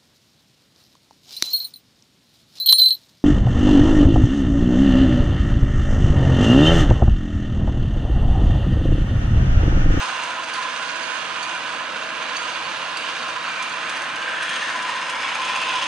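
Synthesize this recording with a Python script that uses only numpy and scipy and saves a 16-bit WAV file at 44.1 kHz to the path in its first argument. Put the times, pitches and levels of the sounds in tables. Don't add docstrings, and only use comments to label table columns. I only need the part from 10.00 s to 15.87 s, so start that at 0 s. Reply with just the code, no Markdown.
import sys
import numpy as np
from scipy import signal
from scipy.fft import rfft, irfft, next_fast_len
from scipy.io import wavfile
from scipy.ndimage import uniform_filter1d, map_coordinates

SR = 44100
rng = np.random.default_rng(int(sys.argv[2]) if len(sys.argv) > 2 else 0)


def decibels_to_gain(level_db):
    exponent = np.asarray(level_db, float) / 20
    return 10 ** exponent


def dump_mix(stems):
    frames = np.atleast_2d(stems).T
    limited = np.clip(frames, -1, 1)
    pcm = np.round(limited * 32767).astype(np.int16)
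    wavfile.write(sys.argv[1], SR, pcm)


N = 258867
SIZE = next_fast_len(N + SR)
HZ = np.maximum(np.fft.rfftfreq(SIZE, 1 / SR), 1)
T = np.arange(N) / SR

# [t/s, level of the lathe/dB, left minus right/dB]
CAMERA_PATH = [(0, -28.5, -4.5), (.3, -28, -4), (.45, -29.5, -4.5), (.6, -27, -4.2), (1.1, -28.5, -7),
               (1.8, -29.5, -4.5), (2.4, -28.5, -5), (2.75, -29, -4.5), (3.3, -29, -4), (3.62, -28, -3.5),
               (3.85, -28, -3.5), (4.2, -29, -2.5), (4.55, -25, -.8), (5.0, -26.5, -1), (5.4, -26, -1),
               (5.87, -24, -1)]
PLACE_S = [
    .9,
    3.2,
    4.5,
    5.15,
    5.75,
]
# [far level/dB, slope/dB per dB of approach, faced at t/s, faced for t/s, lift/dB]
PARTS = [
    (-35, 0.69, 0.11, 0.26, 5),
    (-32.5, 0.76, 4.33, .4, 1),
    (-33.5, 0.81, 5.77, 0.53, 2),
    (-42.5, 0.78, 0.12, 0.13, 1.5),
]
PART_HZ = [1000, 1600, 2900, 6000]
# [f/Hz, level/dB per Hz]
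CASTING = [(260, -31), (450, -14.5), (890, -2.5), (1020, 1.5), (1150, -8), (1480, -8), (2040, -16.5),
           (2770, -15.5), (5640, -29), (6440, -25.5), (7170, -33), (8760, -33.5), (11000, -45),
           (14300, -110), (22000, -120)]
# [f/Hz, width/Hz, level
# over the casting/dB, place 0-4 aimed at, extra level there/dB]
LATHE_RINGS = [(873, 104, 2.1, 2.7, 6.5), (1013, 86, 8.5, 3.5, 6.5), (1218, 136, 1.7, 0.97, 4),
               (1364, 76, 4.5, .1, -5.5), (1400, 180, -3, 0.18, 6.5), (1510, 31, 3, 2.2, 4.5),
               (1664, 104, 0.5, 0.55, 2), (1818, 200, 0, 2.33, 6.5), (2130, 85, -0.4, 2.6, 6.5),
               (2398, 130, 3.5, 1.6, 2.5),
               (2620, 73, -0.5, 4.8, 6), (2742, 86, 2.5, 0.87, 3.5), (2980, 110, 1.9, 2.1, -2),
               (3395, 84, 3, 3.6, 5.5), (3850, 360, 2.1, 1.43, 3), (4480, 80, 3.2, 1.15, 8.5),
               (5180, 300, 4, 3.4, 6.5), (6340, 200, 5.5, 1.3, -3.5), (8370, 130, 4, 0.9, -5),
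               (8540, 240, 4, 0.51, -3)]
# [f/Hz, level/dB per Hz]
RUMBLE = [(12, -58), (20, -50), (108, -18.5), (136, -13.5), (161, -10.5), (193, -10.5), (322, -3.5),
          (348, -1), (399, -5.5), (466, -2), (635, -4), (686, -6.5), (800, -4), (1040, -20), (1760, -120)]
# [multiple of the mesh rate, level/dB]
MESH = [(6, -48.5), (7, -68), (10, -45.5), (15, -46)]
# [f/Hz, level/dB]
HUM = [(73.6, -78), (105, -67.5), (168, -62.5), (242, -58), (335, -53.5), (475, -52.5)]
# [f/Hz, level/dB]
PUMP_HUM = [(73.6, -67.5), (560, -49)]
# [f/Hz, level/dB]
WHINE = [(4468, -53.5)]
# [f/Hz, level/dB per Hz]
PORTS = [(12, -46), (20, -18), (76, -6), (159, -1), (200, 9), (260, -30), (440, -120)]
# [t/s, peak level/dB, top minus peak/dB, body minus peak/dB]
CLANKS = [(0.021, -28, -4, -20), (0.2347, -27, -12, -1), (0.4367, -22, -14, -11), (0.535, -18.5, -16, -5.5),
          (1.0306, -21, -17, -17), (1.1523, -30, -17, -6), (1.4272, -18.5, -13.5, -10),
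          (2.365, -15.5, -11.5, -26), (2.9691, -17, -27, -5), (3.191, -24, -22, -13),
          (3.293, -26, -24, -14), (3.6226, -23.5, -8.5, 0.5), (3.8927, -29, -9, 5.5),
          (3.967, -18, -27, -10), (4.018, -22.5, -13, -8), (4.157, -21, -14, -13), (4.4247, -26, -12, 4),
          (4.4912, -24, -11, -1), (4.557, -27, -12, -2), (4.8224, -29, -13, 1), (5.0958, -20, -16, -1.5),
          (5.2046, -27, -24, -5), (5.347, -17, -17, -11), (5.4144, -22, -14, -9), (5.4879, -18, -24, -12),
          (5.447, -24, -9, -4), (5.558, -19, -14, -8), (5.613, -19.5, -21, -7), (5.7536, -15, -23, -25)]
# [t/s, level/dB]
SURGES = [(.03, -26), (.12, -36), (.3, -35), (0.589, -24), (.65, -30), (1.91, -41), (2.21, -33),
          (2.43, -33), (2.68, -36), (2.89, -38), (3.11, -30.5), (3.371, -28.5), (3.47, -32), (3.61, -30.5),
          (3.74, -31), (4.04, -33), (4.67, -35), (4.76, -34.5), (4.84, -28.5), (4.95, -31), (5.25, -27),
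          (5.31, -26.5), (5.405, -25.5), (5.5, -27), (5.62, -28), (5.69, -24), (5.765, -24), (5.787, -28.5),
          (5.83, -30.5)]
# [f/Hz, level/dB]
SHOP = [(60, -14), (250, -13.5), (600, -5.5), (880, -4), (1020, -10.5), (1200, -3), (2700, -5.5),
        (5000, -3.5), (10000, -1.5)]
# [t/s, for t/s, f/Hz, level/dB]
GLINTS = [(.95, .13, 4480, -47), (1.52, 0.17, 2404, -41.5), (3.62, 0.18, 2384, -38.5),
          (4.18, .1, 2950, -39), (4.3, .2, 1560, -33), (4.5, 0.15, 3310, -37), (4.55, 0.15, 2730, -37),
          (4.58, .22, 1760, -37), (5.25, 0.14, 2294, -37), (5.63, 0.18, 2620, -33), (5.7, 0.18, 803, -42)]

FAR_DB = -29
SHAFT_HZ, MESH_HZ = 15.0, 108.15
BEAM_PLACES = 0.73
SHADOW_S, SHADOW_FOR_S, SHADOW_DB = 4.5, 0.18, -2.5
RUMBLE_DB, PORTS_DB = -40.5, -66.5
TAP_START_S, TAP_HZ, TAP_SHARE = .034, 15.03, .6
TAP_DB, TAP_SCATTER_DB, TAP_TOP_DB, TAP_BODY_DB = -37, 2.5, -10, -3.5
TAP_NEAR_DB, PING_NEAR_DB = 5.5, -9
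PING_HZ, PUMP_PING_HZ, HIGH_PING_HZ, PING_SPREAD = 4520, 4960, 6390, .007
SURGE_S, SURGE_HZ, SURGE_SPREAD = .011, 1021, .022
GLINT_Q = 15
SHOP_T60_S = 0.54
TOP_HZ = 11025


def level(x, db):
    return x * decibels_to_gain(db) / np.sqrt(np.mean(x ** 2))


def colour(points):
    hz, db = np.transpose(points)
    return decibels_to_gain(np.interp(np.log(HZ), np.log(hz), db))


def ring(hz, width):
    return 1 / np.sqrt(1 + ((HZ - hz) / (width / 2)) ** 2)


def shape(x, response):
    return irfft(rfft(x, SIZE) * response, SIZE)[..., :N]


def causal(gain):
    cep = irfft(np.log(gain + 1e-9), SIZE)
    cep[1:SIZE // 2] *= 2
    cep[SIZE // 2 + 1:] = 0
    return np.exp(rfft(cep))


def walk(rate_hz):
    k = int(SR / rate_hz)
    steps = np.repeat(rng.standard_normal(N // k + 1), k)
    return 1.301 * uniform_filter1d(uniform_filter1d(steps, k), k)[:N]


def nearness(place):
    return np.interp(T, PLACE_S, np.arange(len(PLACE_S)) == place)


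def pump_side():
    return nearness(place=3) + nearness(place=4)


def headstock_share(s):
    return np.interp(s, PLACE_S[1:3], [0, 1])


def part_levels(near_db):
    out = []
    for db, slope, s, span, lift_db in PARTS:
        facing = np.exp(-((T - s) / span) ** 2)
        out.append(db + slope * near_db + lift_db * facing)
    out[0] = out[0] + SHADOW_DB * np.exp(-((T - SHADOW_S) / SHADOW_FOR_S) ** 2)
    return out


def knocks(rate, scatter_db, turn_db, patchy_db):
    angle = 2 * np.pi * SHAFT_HZ * T
    turn = np.cos(angle - 2.6) + 0.49 * np.cos(2 * angle - 5.2)
    hit = (rng.random(N) < rate / SR) * rng.standard_normal(N)
    hit = hit * decibels_to_gain(scatter_db * rng.exponential(size=N))
    depth = np.clip(1 + 0.69 * walk(4.77), 0, 2)
    return level(hit, 0) * decibels_to_gain(turn_db * turn * depth + patchy_db * walk(14))


def gears(part_db):
    heavy = knocks(6000., scatter_db=0.24, turn_db=0.4, patchy_db=.5)
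    light = knocks(5000., scatter_db=0.9, turn_db=1.0, patchy_db=1.08)
    both = np.array([heavy, light])
    rings = LATHE_RINGS
    shapes = [ring(hz, width) ** 2 for hz, width, *_ in rings]
    body = 0
    for place in range(len(PLACE_S)):
        lift = 1
        for (_, _, db, aim, more_db), size in zip(rings, shapes):
            ring_db = db + more_db * np.exp(-((place - aim) / BEAM_PLACES) ** 2)
            lift = lift * (1 + (decibels_to_gain(ring_db) - 1) * size)
        body = body + nearness(place) * shape(both, causal(colour(CASTING) * lift))
    out = 0
    for k, (db, light_share) in enumerate(zip(part_db, [.04, .1, .25, .9])):
        band = np.interp(np.log(HZ), np.log(PART_HZ), np.arange(len(PART_HZ)) == k)
        mix = np.sqrt(1 - light_share) * body[0] + np.sqrt(light_share) * body[1]
        out = out + level(shape(mix, band), 0) * decibels_to_gain(db + .5 * walk(5.98))
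    return out


def motor_rumble():
    noise = shape(rng.standard_normal(N), colour(RUMBLE))
    return level(noise, RUMBLE_DB) * decibels_to_gain(.5 * walk(2.85))


def tones(rows, waver_db, drift_hz):
    out = 0
    for hz, db in rows:
        phase = 2 * np.pi * (np.cumsum(hz + drift_hz * walk(5)) / SR + rng.random())
        skew = np.clip(hz / 390.0, 0, .9) * np.array([[.5], [-.5]])
        out = out + np.sqrt(2) * decibels_to_gain(db + waver_db * walk(2.86)) * np.sin(phase + skew)
    return out


def machine_tones():
    mesh = tones([(k * MESH_HZ, db) for k, db in MESH], waver_db=0.6, drift_hz=.15)
    hum = tones(HUM, waver_db=0.9, drift_hz=2.97)
    pump = pump_side() * tones(PUMP_HUM, waver_db=2.0, drift_hz=2.5)
    whine = nearness(place=0) * tones(WHINE, waver_db=0.5, drift_hz=12.)
    return mesh + hum + pump + whine


def port_air():
    return level(shape(rng.standard_normal((2, N)), colour(PORTS)), PORTS_DB)


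def blows():
    turns = np.arange(TAP_START_S, N / SR, 1 / TAP_HZ)
    chance = rng.standard_normal((len(turns), 2))
    free = np.abs(turns[:, None] - np.transpose(CLANKS)[0]).min(axis=1) > .5 / TAP_HZ
    free &= rng.random(len(turns)) < TAP_SHARE
    taps = []
    for s, (late, size) in zip(turns[free], chance[free]):
        db = TAP_DB + TAP_NEAR_DB * headstock_share(s) + TAP_SCATTER_DB * size
        taps.append((s + .002 * late, db, TAP_TOP_DB, TAP_BODY_DB))
    return CLANKS + taps


def clanks():
    def band(noise, hz, q):
        x = signal.lfilter(*signal.iirpeak(hz, q, SR), noise)
        return x / x.std()

    out, t = np.zeros(N + SR), np.arange(SR // 10) / SR
    by_pump = pump_side()
    hump = ((t / 0.006) * np.exp(1 - t / 0.006)) ** 2
    for s, db, top_db, body_db in blows():
        noise = rng.standard_normal(len(t))
        near = headstock_share(s)
        low_hz = PING_HZ + (PUMP_PING_HZ - PING_HZ) * by_pump[int(s * SR)]
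        low_hz = low_hz * (1 + PING_SPREAD * noise[-1])
        high_hz = HIGH_PING_HZ * (1 + PING_SPREAD * noise[-2])
        tick, thump = band(noise, 7600., 2.2), band(noise, 2200., .9)
        rasp = band(noise[::-1], low_hz * 1.1, 5.0)
        top = 1.46 * np.sin(2 * np.pi * high_hz * t) + 0.49 * tick
        ping = 0.56 * np.sin(2 * np.pi * low_hz * t) + (.12 + .23 * near) * rasp
        ping_gain = decibels_to_gain(0.22 * (db + 18.0) + PING_NEAR_DB * near)
        clank = ping_gain * ping + decibels_to_gain(top_db) * top + decibels_to_gain(body_db) * thump
        i = max(int((s - .002) * SR), 0)
        out[i:i + len(t)] += decibels_to_gain(db - 7.5) * hump * clank
    return out[:N]


def surges():
    out = np.zeros(N)
    for s, db in SURGES:
        off, phase = rng.standard_normal(2)
        swell = np.exp(-((T - s) / SURGE_S) ** 2)
        hz = SURGE_HZ * (1 + SURGE_SPREAD * off)
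        out += np.sqrt(2) * decibels_to_gain(db) * swell * np.sin(2 * np.pi * hz * T + phase)
    return out


def shop(x):
    t, hop = np.arange(SR // 3) / SR, SR // 4
    fade = np.exp(-np.log(1000) * t / SHOP_T60_S) * (1 - np.exp(-t / 0.0012))
    window = np.sin(np.pi * np.arange(2 * hop) / (2 * hop))
    padded, wet = np.pad(x, (hop, 2 * hop), "wrap"), np.zeros((2, N + SR + SR))
    for i in range(0, N + hop, hop):
        tail = rng.standard_normal((2, len(t))) * fade / np.sqrt(np.sum(fade ** 2))
        piece = padded[i:i + 2 * hop] * window
        wet[:, i:i + 2 * hop + len(t) - 1] += signal.fftconvolve(piece[None], tail, axes=1)
    return shape(wet[:, hop:hop + N], colour(SHOP))


def glints():
    source = knocks(4000., scatter_db=1.2, turn_db=1.8, patchy_db=1.0)
    out = 0
    for s, span, hz, db in GLINTS:
        mode = level(shape(source, ring(hz, hz / GLINT_Q) ** 2), db)
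        out = out + mode * np.exp(-((T - s) / span) ** 2)
    return out


def at_capsules(lathe, pan_db):
    tilt_db = np.array([pan_db, -pan_db]) / 2
    low = signal.lfilter(*signal.butter(1, 500., fs=SR), lathe)
    top = shape(lathe, colour([(5000, -27), (9000, -9.0)]))
    high = (lathe - low - top) * decibels_to_gain(1.52 * tilt_db)
    late = np.arange(N) + 0.31 * pan_db
    left = map_coordinates(low + high[0], [late], order=3, mode="nearest")
    return np.array([left, low + high[1]]) + top * decibels_to_gain(0.18 * tilt_db)


def scene():
    s, *columns = np.transpose(CAMERA_PATH)
    heard_db, pan_db = (np.interp(T, s, c) for c in columns)
    lathe = gears(part_levels(heard_db - FAR_DB)) * decibels_to_gain(-2.0) + clanks() + surges() + glints()
    rumble = motor_rumble()
    direct = at_capsules(lathe, pan_db) + rumble
    return direct + shop(lathe + rumble) + machine_tones() + port_air()


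def roll_off(x):
    return signal.sosfilt(signal.butter(12, 11110, fs=SR, output="sos"), x)


def record(dry):
    mid, side = (dry[0] + dry[1]) / 2, (dry[0] - dry[1]) / 2
    dip, top = ring(393.8, 103.0) ** 2, HZ < TOP_HZ
    mid = shape(mid, (1 - 0.87 * dip) * top)
    side = shape(side, (1 - .45 * dip) * top)
    return roll_off(np.array([mid + side, mid - side]))


dry = scene()
out = record(dry)
dump_mix(out)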